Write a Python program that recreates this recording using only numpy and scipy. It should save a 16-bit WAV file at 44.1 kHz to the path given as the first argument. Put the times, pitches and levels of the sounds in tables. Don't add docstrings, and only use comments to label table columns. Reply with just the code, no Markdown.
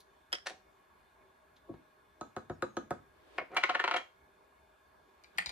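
import sys
import numpy as np
from scipy import signal
from scipy.fft import rfft, irfft
from scipy.io import wavfile
from scipy.ndimage import uniform_filter1d

SR = 44100
rng = np.random.default_rng(int(sys.argv[2]) if len(sys.argv) > 2 else 0)


def file_out(sig):
    cols = np.atleast_2d(sig).T
    lim = np.clip(cols, -1, 1)
    pcm = np.round(lim * 32767).astype(np.int16)
    wavfile.write(sys.argv[1], SR, pcm)


def invert_db(level):
    return 10 ** (np.asarray(level, dtype=float) / 20)


N = 243192
SIZE = 8192
HZ = np.fft.rfftfreq(SIZE, 1 / SR)

# start_s, peak_db, pitch_hz (favoured)
LID_SNAPS = [(.321, -47, 3050), (.3282, -24, 3250), (.3305, -31, 5300), (.3345, -30.5, 3120),
             (.3365, -32, 500), (.342, -40, 4800), (.346, -38, 1250), (.351, -41, 5300), (.353, -36, 2900),
             (.356, -60, 400), (.360, -45.5, 3200), (.366, -54, 3200), (.374, -51, 1850), (.385, -46, 1250)]
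ROCK_CONTACTS = [(3.5665, -18.5, 1390), (3.5677, -22.5, 2400), (3.5695, -20.5, 2440), (3.572, -23, 3060),
                 (3.5745, -24.5, 1390), (3.576, -26, 1070), (3.582, -26, 706), (3.589, -52, 1390),
                 (3.636, -25, 2170), (3.638, -14.5, 2170), (3.6425, -21, 1070), (3.6455, -38, 3060),
                 (3.652, -32, 1390), (3.672, -45, 2170), (3.6965, -19, 1390), (3.6995, -22, 1390),
                 (3.704, -27.5, 720), (3.708, -30.5, 1790), (3.7495, -22, 1790), (3.753, -19.5, 920),
                 (3.7565, -26, 720), (3.762, -41, 720), (3.798, -28, 1790), (3.8005, -20.5, 1390),
                 (3.8115, -28.5, 1250), (3.841, -21, 1070), (3.843, -26.5, 2170), (3.846, -21.5, 1070),
                 (3.852, -30.5, 1250), (3.8788, -19, 1500), (3.8865, -25, 930), (3.89, -32.5, 920),
                 (3.9125, -19.5, 1390), (3.917, -28, 2170), (3.921, -27.5, 720), (3.9401, -25, 2170),
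                 (3.9432, -20, 1070), (3.9448, -26, 720), (3.949, -39, 720), (3.953, -40, 920),
                 (3.957, -38, 720), (3.9615, -29, 730), (3.9648, -24, 2170), (3.9684, -27.5, 3060),
                 (3.9738, -31, 720), (3.9772, -40, 1390), (3.9807, -32, 1790),
                 (3.549, -41, 600), (3.558, -46, 2400), (3.566, -34, 1390), (3.633, -28, 920),
               (3.692, -29, 1100), (3.694, -25.5, 720), (3.742, -32.5, 720), (3.7468, -29, 1390),
               (3.7951, -26, 1790), (3.8769, -30, 920), (3.907, -46, 600), (3.936, -37, 920),
               (3.987, -48, 720), (3.996, -45, 720), (4.007, -41.5, 530)]
CLINKS_ASIDE = [(5.383, -30, 2000), (5.3834, -28.5, 3130), (5.3856, -21.5, 2410), (5.3895, -36, 1950),
                (5.3928, -31.5, 1890), (5.4005, -50, 2000), (5.404, -44, 2410), (5.409, -37, 2000),
                (5.4125, -40, 1900), (5.423, -40, 2410), (5.429, -59, 2150)]
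CLICKS_ASIDE = [(5.238, -51, 6100), (5.244, -50, 2180), (5.376, -46, 6000), (5.4603, -32, 3820),
                (5.4615, -38, 4650), (5.4625, -37, 2350), (5.469, -43.5, 2000), (5.4695, -41, 3750),
                (5.476, -46, 2350), (5.493, -35, 3020), (5.498, -39, 2400), (5.503, -44, 800)]

# start_s, peak_db, crack_db, tilt_db (treble)
LID_LIFT = [(.462, -34, -1, -3), (.4665, -39.5, 9, 11.5), (.4708, -25.5, 1.5, 4), (.477, -40, -9, -0.5),
            (.483, -39, 6, 9.5), (.493, -44, 6, 10), (.499, -39, 6.5, 5)]
FINGER_TAPS = [(2.2107, -30.5, 2, 1.5), (2.3644, -27.5, -1, 2), (2.4976, -27, 1.5, -4),
               (2.623, -21.5, -3.5, 4.5), (2.768, -23, 2.5, 0), (2.907, -24, 0.5, 3.5)]
JAR_THUDS = [(1.692, -33, -12, -7), (1.727, -52.5, 0, 1), (5.35, -55.5, 22, -37), (5.39, -48, 4, -27),
             (5.465, -46.5, -10.5, -42)]
JAR_SET_DOWN = [(3.381, -32, 2, -2), (3.3838, -21, 1, -3), (3.391, -28, -1.5, -2), (3.398, -32.5, 2, -8.5),
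                (3.414, -33, -5, -19.5), (3.424, -41, -1, -23)]
SOFT_KNOCKS = [(.506, -39, -17, 15), (.515, -45, -6, -1), (.54, -53, -7, -20), (3.506, -47, -9, -12),
               (3.518, -40.5, -7, 2), (3.527, -45, -2, -5.5), (3.534, -41, -13, -8.5),
               (3.54, -42.5, -6, -14.5), (3.545, -45, -3, -4.5)]
BRIGHT_TICKS = [(0.0054, -52, -1.3, 25), (1.5668, -56, -1, -4), (1.741, -41, -0.96, -43),
                (3.547, -53, -1.2, 4), (3.5705, -38.5, -1, 26), (3.638, -31, -1.2, -12),
                (3.752, -42, -1, -10), (3.8, -48, -1, 16), (3.844, -49, -1, 0), (3.882, -54, -1, 3),
                (3.945, -41, -1, -10), (3.967, -31.5, -1, -14.5)]

# mode_hz, width_hz, level_db
SNAP_RING = [(355, 87, 2), (524, 20, -10), (800, 90, -2.5), (1250, 150, -10.5), (1850, 370, 3),
             (2414, 110, -9.5), (3056, 140, -2.5), (3200, 200, 1), (3325, 166, -6.5), (4320, 200, -12.5),
             (4800, 250, -3.5), (5300, 250, 2.5), (6220, 550, -23.5), (9300, 1800, -15)]
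LIFT_RING = [(333, 33, 5), (517, 13, 8), (830, 240, 0.5), (1230, 19, -32), (1800, 134, 4), (3060, 180, 1),
             (3250, 40, -9), (4050, 44, -4), (4650, 140, -25), (4800, 150, -2.5), (5460, 170, -12),
             (6100, 200, -8), (9900, 173, -23)]
JAR_RING = [(155, 68, -2.5), (206.6, 39, 1.5), (348, 18, -1.5), (519, 24, 4.5), (714, 69, -7),
            (954, 18, -8), (1070, 23, -30), (1250, 50, -4.5), (1280, 44, -33), (1478, 25, -12),
            (1544, 300, -16), (1780, 130, -30)]
WALL_RING = [(1776, 87, 2), (2530, 170, -9.5), (3050, 98, -13), (3390, 67, -8.5), (3970, 66, -5),
             (4650, 170, -13), (5300, 140, -34), (6200, 280, -15), (6800, 240, -12.5)]
THUD_RING = [(86, 57, -11), (145, 87, -2), (266, 47, -2.5), (343, 52.5, 1.5), (582, 88, -10),
             (680, 77, -9.5), (1190, 96, -20)]
BASE_RING = [(514, 43, 4.5), (680, 40, 6.5), (1040, 50, -2), (1510, 110, 4), (1890, 100, 1),
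             (2150, 70, 6.5), (2500, 134, -1.5), (2850, 120, -4.5), (3240, 64, -10.5), (4190, 65, -12),
             (4850, 130, -24)]
DESK_RING = [(387, 25, -1), (513, 30, -0.5), (733, 30, 1), (899.5, 40, -7.5), (1070, 45, -5.5),
             (1250, 67, -6), (1390, 66, -7.5), (1790, 36, 3), (2170, 110, 0), (2360, 16, 5.5),
             (2566, 50, -17), (3060, 60, -2.5), (4010, 220, -11), (4400, 120, -27.5)]
CLINK_RING = [(800, 210, -19), (1170, 120, -19), (1888, 74, 4), (2150, 280, -1.5), (2410, 150, -10.5),
              (3000, 122, -8.5), (3200, 160, -10.5), (4270, 210, -5.5), (4810, 150, -15), (5940, 300, -24),
              (8600, 400, -25)]
CLICK_RING = [(500, 150, -8), (800, 400, 1.5), (2000, 110, -3), (2350, 110, 3.5), (3100, 120, -4.5),
              (3840, 180, 1), (4650, 360, -3), (5630, 280, -8.5), (6850, 450, -11), (8700, 460, -13.5),
              (9800, 550, -23.5)]
KNOCK_RING = [(530, 200, 12.5), (740, 5, 21.5), (1610, 31, -3.5), (1720, 65, -46.5), (2190, 16, -28),
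              (2550, 18, -2), (2560, 61, -33)]
TICK_RING = [(3960, 820, 16), (6670, 950, 7.8), (11800, 1900, 3.7)]

# freq_hz, level_db (per Hz)
LID_CRACKLE = [(59, -116), (100, -14), (524, 2.5), (1800, -1.5), (2690, -2.5), (3190, -6), (3620, -5.5),
               (10200, -24), (16000, -38)]
JAR_CRACKLE = [(60, -11.5), (200, -0.5), (700, -13), (1700, -21.5), (2400, -44.5), (4000, -42),
               (7000, -41.5), (13000, -52.5), (16000, -71)]
THUD_CRACKLE = [(29, -31), (50, -17), (150, 11), (220, 7), (349, -68), (453, -10), (1660, -62), (6000, -89),
                (7800, -85), (13200, -120)]
BASE_CRACKLE = [(59, -55), (100, -8.5), (705, 3), (1170, -16.5), (2520, -6.5), (3700, -18), (11600, -41),
                (13200, -55), (16000, -86.5)]
DESK_CRACKLE = [(120, -34.5), (250, 2), (400, -9.5), (700, 6.5), (1400, 8.5), (2200, -4), (3100, 4.5),
                (4600, -13), (7500, -19.5), (10500, -27), (12500, -62.5)]
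CLINK_CRACKLE = [(59, -34), (100, -15.5), (452, -13.5), (784, 2.5), (1080, -1), (1910, -4.5), (2750, -18),
                 (4670, -20), (13200, -23), (16000, -50)]

# time_s, level_db
RIM_ROLL = [(3.495, -72), (3.53, -55.5), (3.555, -46.5), (3.6, -58), (3.88, -54), (3.96, -42.5), (4.0, -55),
            (4.02, -68)]
# start_s, length_s, pitch_hz, end_pitch_hz, level_db
SKIN_SQUEAKS = [(2.502, 0.064, 7160, 6450, -80), (2.498, 0.098, 6100, 4900, -84),
                (2.685, 0.05, 6630, 6420, -78), (2.724, 0.044, 6600, 6400, -80)]
# time_s, level_db
HAND_SLIDES = [
    [(2.98, -104), (3.15, -75), (3.3, -65.5), (3.38, -59.5), (3.42, -83)],
    [(5.08, -80), (5.33, -75), (5.37, -63), (5.51, -82)],
]
# freq_hz, level_db (per Hz)
FRICTION_COLOUR = [(150, -47), (300, 0), (1200, -12.5), (3500, -19.5), (6000, -33), (10500, -38.5),
                   (14300, -58), (15000, -87)]

# delay_ms, left_db, right_db
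EARLY_ECHOES = [(2.1, -10, -38), (2.8, -7.5, -29.5), (5.5, -16, -5), (8.2, -48, -16.5), (11., -19, -33),
                (18., -14, -13.5)]
# freq_hz, t60_s
ROOM_DECAY = [(100, 0.53), (300, 0.26), (1000, 0.23), (3000, 0.27), (8000, 0.28), (15000, 0.029)]
# freq_hz, level_db (per Hz)
VENT_COLOUR = [(20, -56), (53, -6.5), (161, -7.5), (406, -5.5), (572, -9), (920, -4.5), (1330, -11),
               (1690, -12), (1900, -17.5), (3100, -25), (5200, -32.5), (11000, -40), (14300, -90),
               (22000, -120)]
# mode_hz, width_hz, level_db
DUCT_RING = [(60, 36, 1), (394, 30, -1), (622, 16, -1), (1093, 60, -4), (1445, 60, -13), (1628, 20, 0),
             (1701, 30, -8), (2190, 70, -15), (2440, 45, -15), (3530, 240, -23), (4330, 200, -29)]
# freq_hz, likeness (-1 to 1)
HUM_LIKENESS = [(60, 0.7), (130, 0.94), (290, 0.85), (640, 0.14), (1410, -0.0085), (3100, 0.71),
                (6820, 0.077), (15000, -0.16)]
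# freq_hz, level_db (per Hz)
MIC_NOISE = [(30, -52), (3000, -44), (9000, -41.5), (14300, -37), (14600, -66)]
# freq_hz, gain_db
MIC_COLOUR = [(30, -15.5), (50, -4), (11300, 4.5), (11650, -12.5), (12150, -10.5), (12450, 4.5), (15000, 5),
              (16000, -1.5)]


def lid_snap():
    return spotted(LID_SNAPS, SNAP_RING, LID_CRACKLE, crack_db=-2, spot_db=11.7, spot_octaves=0.12,
                   slope_db=1.4, lag_ms=0.274, pan_db=-0.49, chatter_ms=1.6, chatter_db=-7,
                   rise=0.15, damping=1.2, detune=0.0062, low_hz=130)


def lid_lift():
    return strikes(LID_LIFT, LIFT_RING, LID_CRACKLE, lag_ms=0.027, pan_db=-0.22, chatter_ms=2.3,
                   chatter_db=4.9, rise=0.7, late_ms=-0.3, damping=1.6)


def finger_taps():
    taps = strikes(FINGER_TAPS, JAR_RING, JAR_CRACKLE, lag_ms=0.07, pan_db=-0.31, chatter_ms=6.3,
                   chatter_db=-4, rise=0.15, late_ms=0.34, damping=0.92, detune=0.013,
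                   stiff_hz=1500, spread_ms=2.53, low_hz=41.8)
    nail_rows = [(s, db - 15.5, -40, 0) for s, db, *_ in FINGER_TAPS]
    nail = strikes(nail_rows, WALL_RING, JAR_CRACKLE, lag_ms=0.07, pan_db=-0.2, chatter_ms=3.1,
                   chatter_db=-1, rise=0.14, late_ms=0.3, damping=1.8, detune=0.018, vary_db=4.0)
    return taps + nail


def thuds():
    return strikes(JAR_THUDS, THUD_RING, THUD_CRACKLE, lag_ms=0.1, pan_db=-0.3, chatter_ms=14.0,
                   chatter_db=-3.0, late_ms=-1.14, damping=0.63, spread_ms=2.3, low_hz=35.2)


def set_down():
    return strikes(JAR_SET_DOWN, BASE_RING, BASE_CRACKLE, lag_ms=0.028, pan_db=0.27, chatter_ms=3.5,
                   chatter_db=-10, rise=0.39, damping=2.5, spread_ms=0.04)


def rocking():
    return spotted(ROCK_CONTACTS, DESK_RING, DESK_CRACKLE, crack_db=-3, spot_db=14,
                   spot_octaves=0.093, slope_db=6.5, lag_ms=0.081, pan_db=0.18, chatter_ms=0.96,
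                   chatter_db=-2.7, rise=0.81, late_ms=-0.3, damping=2.2, spread_ms=0.4,
                   detune=0.023, high_hz=7550, low_hz=295)


def rim_roll():
    bumps = rng.standard_normal(N) * rng.standard_normal(N)
    body = ringing(DESK_RING, 1.2, 0.0081) + invert_db(-13.0) * causal(read(DESK_CRACKLE, HZ))
    body = body * causal(-7.5 * np.log2(HZ / 700 + 1))
    body = body * (1j * HZ / (260 + 1j * HZ)) ** 2
    rumble = signal.oaconvolve(bumps[None], irfft(body), axes=1)[:, :N]
    return level(RIM_ROLL) * evened(rumble)


def clinks_aside():
    clinks = spotted(CLINKS_ASIDE, CLINK_RING, CLINK_CRACKLE, crack_db=-3.5, spot_db=18,
                     spot_octaves=0.13, slope_db=4.9, lag_ms=-0.375, pan_db=0.78, chatter_ms=1.3,
                     chatter_db=-1.5, rise=0.05, damping=1.9, detune=0.0036)
    clicks = spotted(CLICKS_ASIDE, CLICK_RING, CLINK_CRACKLE, crack_db=1.4, spot_db=12.6,
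                     spot_octaves=0.15, slope_db=6.4, lag_ms=-0.358, pan_db=2.7, chatter_ms=2.6,
                     chatter_db=-1.5, rise=0.11, damping=1.03, detune=0.0045)
    knocks = strikes(SOFT_KNOCKS, KNOCK_RING, JAR_CRACKLE, lag_ms=0.023, pan_db=-0.3,
                     chatter_ms=5.1, chatter_db=-1.3, damping=2.1)
    ticks = strikes(BRIGHT_TICKS, TICK_RING, CLINK_CRACKLE, lag_ms=0.024, pan_db=0.023,
                    chatter_ms=7.0, chatter_db=3.1)
    return clinks + clicks + knocks + ticks


def squeaks():
    out = np.zeros(N)
    for s, length, hz, end_hz, db in SKIN_SQUEAKS:
        u = np.arange(0, length, 1 / SR) / length
        wobble = evened(uniform_filter1d(rng.standard_normal(SR), size=200))
        flutter = 1 + 0.41 * wobble[:len(u)]
        tone = np.sin(2 * np.pi * np.cumsum(hz + (end_hz - hz) * u) / SR)
        out[round(s * SR):][:len(u)] += invert_db(db) * np.sin(np.pi * u) * flutter * tone
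    return out


def slide():
    colour = irfft(causal(read(FRICTION_COLOUR, HZ)))
    hiss = signal.oaconvolve(rng.standard_normal((2, N)), colour[None], axes=1)
    return invert_db(1.0) * sum(level(rows) for rows in HAND_SLIDES) * evened(hiss[:, :N])


def spotted(rows, modes, crack, crack_db, spot_db, spot_octaves, slope_db, **contact):
    hz, width, db = np.transpose(modes)
    out = np.zeros((2, N))
    for s, peak_db, spot_hz in rows:
        favour_db = spot_db / (1 + (np.log2(hz / spot_hz) / spot_octaves) ** 2)
        row = (s, peak_db, crack_db, slope_db * np.log2(spot_hz / 1900))
        out += strikes([row], np.transpose([hz, width, db + favour_db]), crack, **contact)
    return out


def strikes(rows, modes, crack, lag_ms, pan_db, chatter_ms, chatter_db, rise=0.42, late_ms=0.048,
            damping=1.0, spread_ms=0.4, detune=0.026, low_hz=240, high_hz=19000, vary_db=3.53,
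            stiff_hz=2500):
    out = np.zeros((2, N + SIZE))
    t = np.arange(SIZE) / SR - 0.02
    ports = np.exp(-2j * np.pi * HZ * lag_ms / 1000 * np.array([[1], [0]]))
    ports = ports * invert_db(pan_db * np.array([[0.5], [-0.5]]))
    path = np.exp(-2j * np.pi * spread_ms * np.log((1 + HZ / 120) / (1 + HZ / stiff_hz)))
    path *= (1j * HZ / (low_hz + 1j * HZ)) ** 2
    path /= (1 + 1j * HZ / high_hz) ** 2
    octaves = np.log2(HZ / 1000 + 0.05) / 3
    span = max(chatter_ms, 0.2) / 1000
    envelope = np.exp(np.where(t < 0, t / rise, -t) / span)
    click = np.arange(SIZE) == np.argmin(abs(t))
    for s, peak_db, crack_db, tilt_db in rows:
        burst = envelope * rng.standard_normal(SIZE) * rng.standard_normal(SIZE)
        force = invert_db(chatter_db) * burst / np.linalg.norm(burst) + click
        body = ringing(modes, damping, detune, vary_db) + invert_db(crack_db) * causal(read(crack, HZ))
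        sound = irfft(whitened(rfft(force)) * body * causal(tilt_db * octaves) * path * ports)
        at = round((s + late_ms / 1000 + t[0]) * SR)
        out[:, max(at, 0):at + SIZE] += invert_db(peak_db) * sound[:, max(-at, 0):] / abs(sound.mean(0)).max()
    return out[:, :N]


def ringing(modes, damping, detune, vary_db=7.7):
    hz, width, db = np.transpose(modes)[:, :, None]
    shift, spot, left, right = rng.standard_normal((4, len(modes)))
    hz = hz * (1 + detune * shift[:, None])
    loss = width * damping
    sign = (-1.) ** np.arange(len(modes))[:, None]
    shape = sign * loss * hz / (hz ** 2 - HZ ** 2 + 1j * loss * HZ)
    return invert_db(db.T + vary_db * spot + 1.4 * np.array([left, right])) @ shape


def whitened(spectrum, size=30):
    power = uniform_filter1d(abs(spectrum) ** 2, size=size)
    return spectrum * causal(-10 * np.log10(power + 1e-12))


def causal(db):
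    cepstrum = irfft(np.maximum(db, -100) * np.log(10) / 20)
    cepstrum[1:SIZE // 2] *= 2
    cepstrum[SIZE // 2 + 1:] = 0
    return np.exp(rfft(cepstrum))


def read(points, hz):
    f, value = np.transpose(points)
    return np.interp(np.log(hz + 1), np.log(f + 1), value)


def level(rows):
    s, db = np.transpose(rows)
    return invert_db(np.interp(np.arange(N) / SR, s, db, -120, -120))


def evened(x):
    return x / np.sqrt(np.mean(abs(x) ** 2) + 1e-20)


def room(x, spread, wet_db=-11, start_ms=7):
    early = np.zeros((2, 2048))
    early[:, 0] = 1
    for ms, *db in EARLY_ECHOES:
        dull = np.hanning(7)[1:-1] / 3
        early[:, round(ms * SR / 1000):][:, :5] = np.outer(invert_db(np.array(db)), dull)
    out = signal.oaconvolve(x, early, axes=1)[:, :N]
    turn = np.arange(N) / SR * 7.356
    for k in range(3):
        taps = np.zeros((2, SR // 2))
        jitter = rng.integers(0, 20, (2, (SR // 2 - 1) // 20))
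        at = np.arange(0, SR // 2 - 20, 20) + jitter
        np.put_along_axis(taps, at, rng.choice([-1., 1.], at.shape), 1)
        taps += 0.076 * taps[::-1]
        hz, t, z = signal.stft(taps, SR, nperseg=256)
        decay = invert_db(-60 * t / read(ROOM_DECAY, hz)[:, None])
        tail = signal.istft(z * decay, SR, nperseg=256)[1]
        tail *= 1 - np.exp(-np.arange(tail.shape[1]) / SR * 1000 / start_ms)
        tail /= np.linalg.norm(tail[0])
        share = np.sqrt(2 / 3) * np.cos(turn + k * np.pi / 3)
        out += invert_db(wet_db) * signal.fftconvolve(share * spread, tail, axes=1)[:, :N]
    return out


def close_ports(x, corner_hz=240):
    mid, side = x.mean(0), (x[0] - x[1]) / 2
    b, a = signal.butter(3, corner_hz, "high", fs=SR)
    side = signal.lfilter(b, a, side)
    return np.array([mid + side, mid - side])


def hum():
    frames, hz = N // 512 + 5, np.fft.rfftfreq(2048, 1 / SR)
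    a, b, c, d, patches = rng.standard_normal((frames, 1025, 5)).T
    patches = uniform_filter1d(patches, size=20, axis=0)
    patches = evened(uniform_filter1d(patches, size=8, axis=1))
    same = np.clip(read(HUM_LIKENESS, hz), -1, 1)[:, None]
    left, other = a + 1j * b, c + 1j * d
    z = np.array([left, same * left + np.sqrt(1 - same ** 2) * other])
    ducts = sum(invert_db(db) ** 2 / (1 + (2 * (hz - f) / width) ** 2) ** 2.9 for f, width, db in DUCT_RING)
    air = invert_db(read(VENT_COLOUR, hz) - 5.5) ** 2
    hiss = invert_db(read(MIC_NOISE, hz)) ** 2
    z *= np.sqrt(ducts + air + hiss)[:, None]
    z *= invert_db(1.5 * patches)
    noise = signal.istft(z, nperseg=2048, noverlap=1536)[1][:, :N]
    return invert_db(-65.5) * evened(noise)


def scene():
    snap = lid_snap()
    jar = finger_taps() + thuds() + set_down()
    rest = lid_lift() + jar + rocking() + clinks_aside() + rim_roll() + squeaks()
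    softened = invert_db(-6) * snap
    contacts = close_ports(room(snap + rest, softened + rest))
    return invert_db(-1.0) * contacts + slide() + hum()


def low_pass(x):
    return signal.sosfilt(signal.butter(12, 16520, fs=SR, output="sos"), x)


def record(dry):
    colour = irfft(causal(read(MIC_COLOUR, HZ)))
    heard = signal.oaconvolve(dry, colour[None], axes=1)[:, :N]
    return low_pass(heard)


dry = scene()
out = record(dry)
file_out(out)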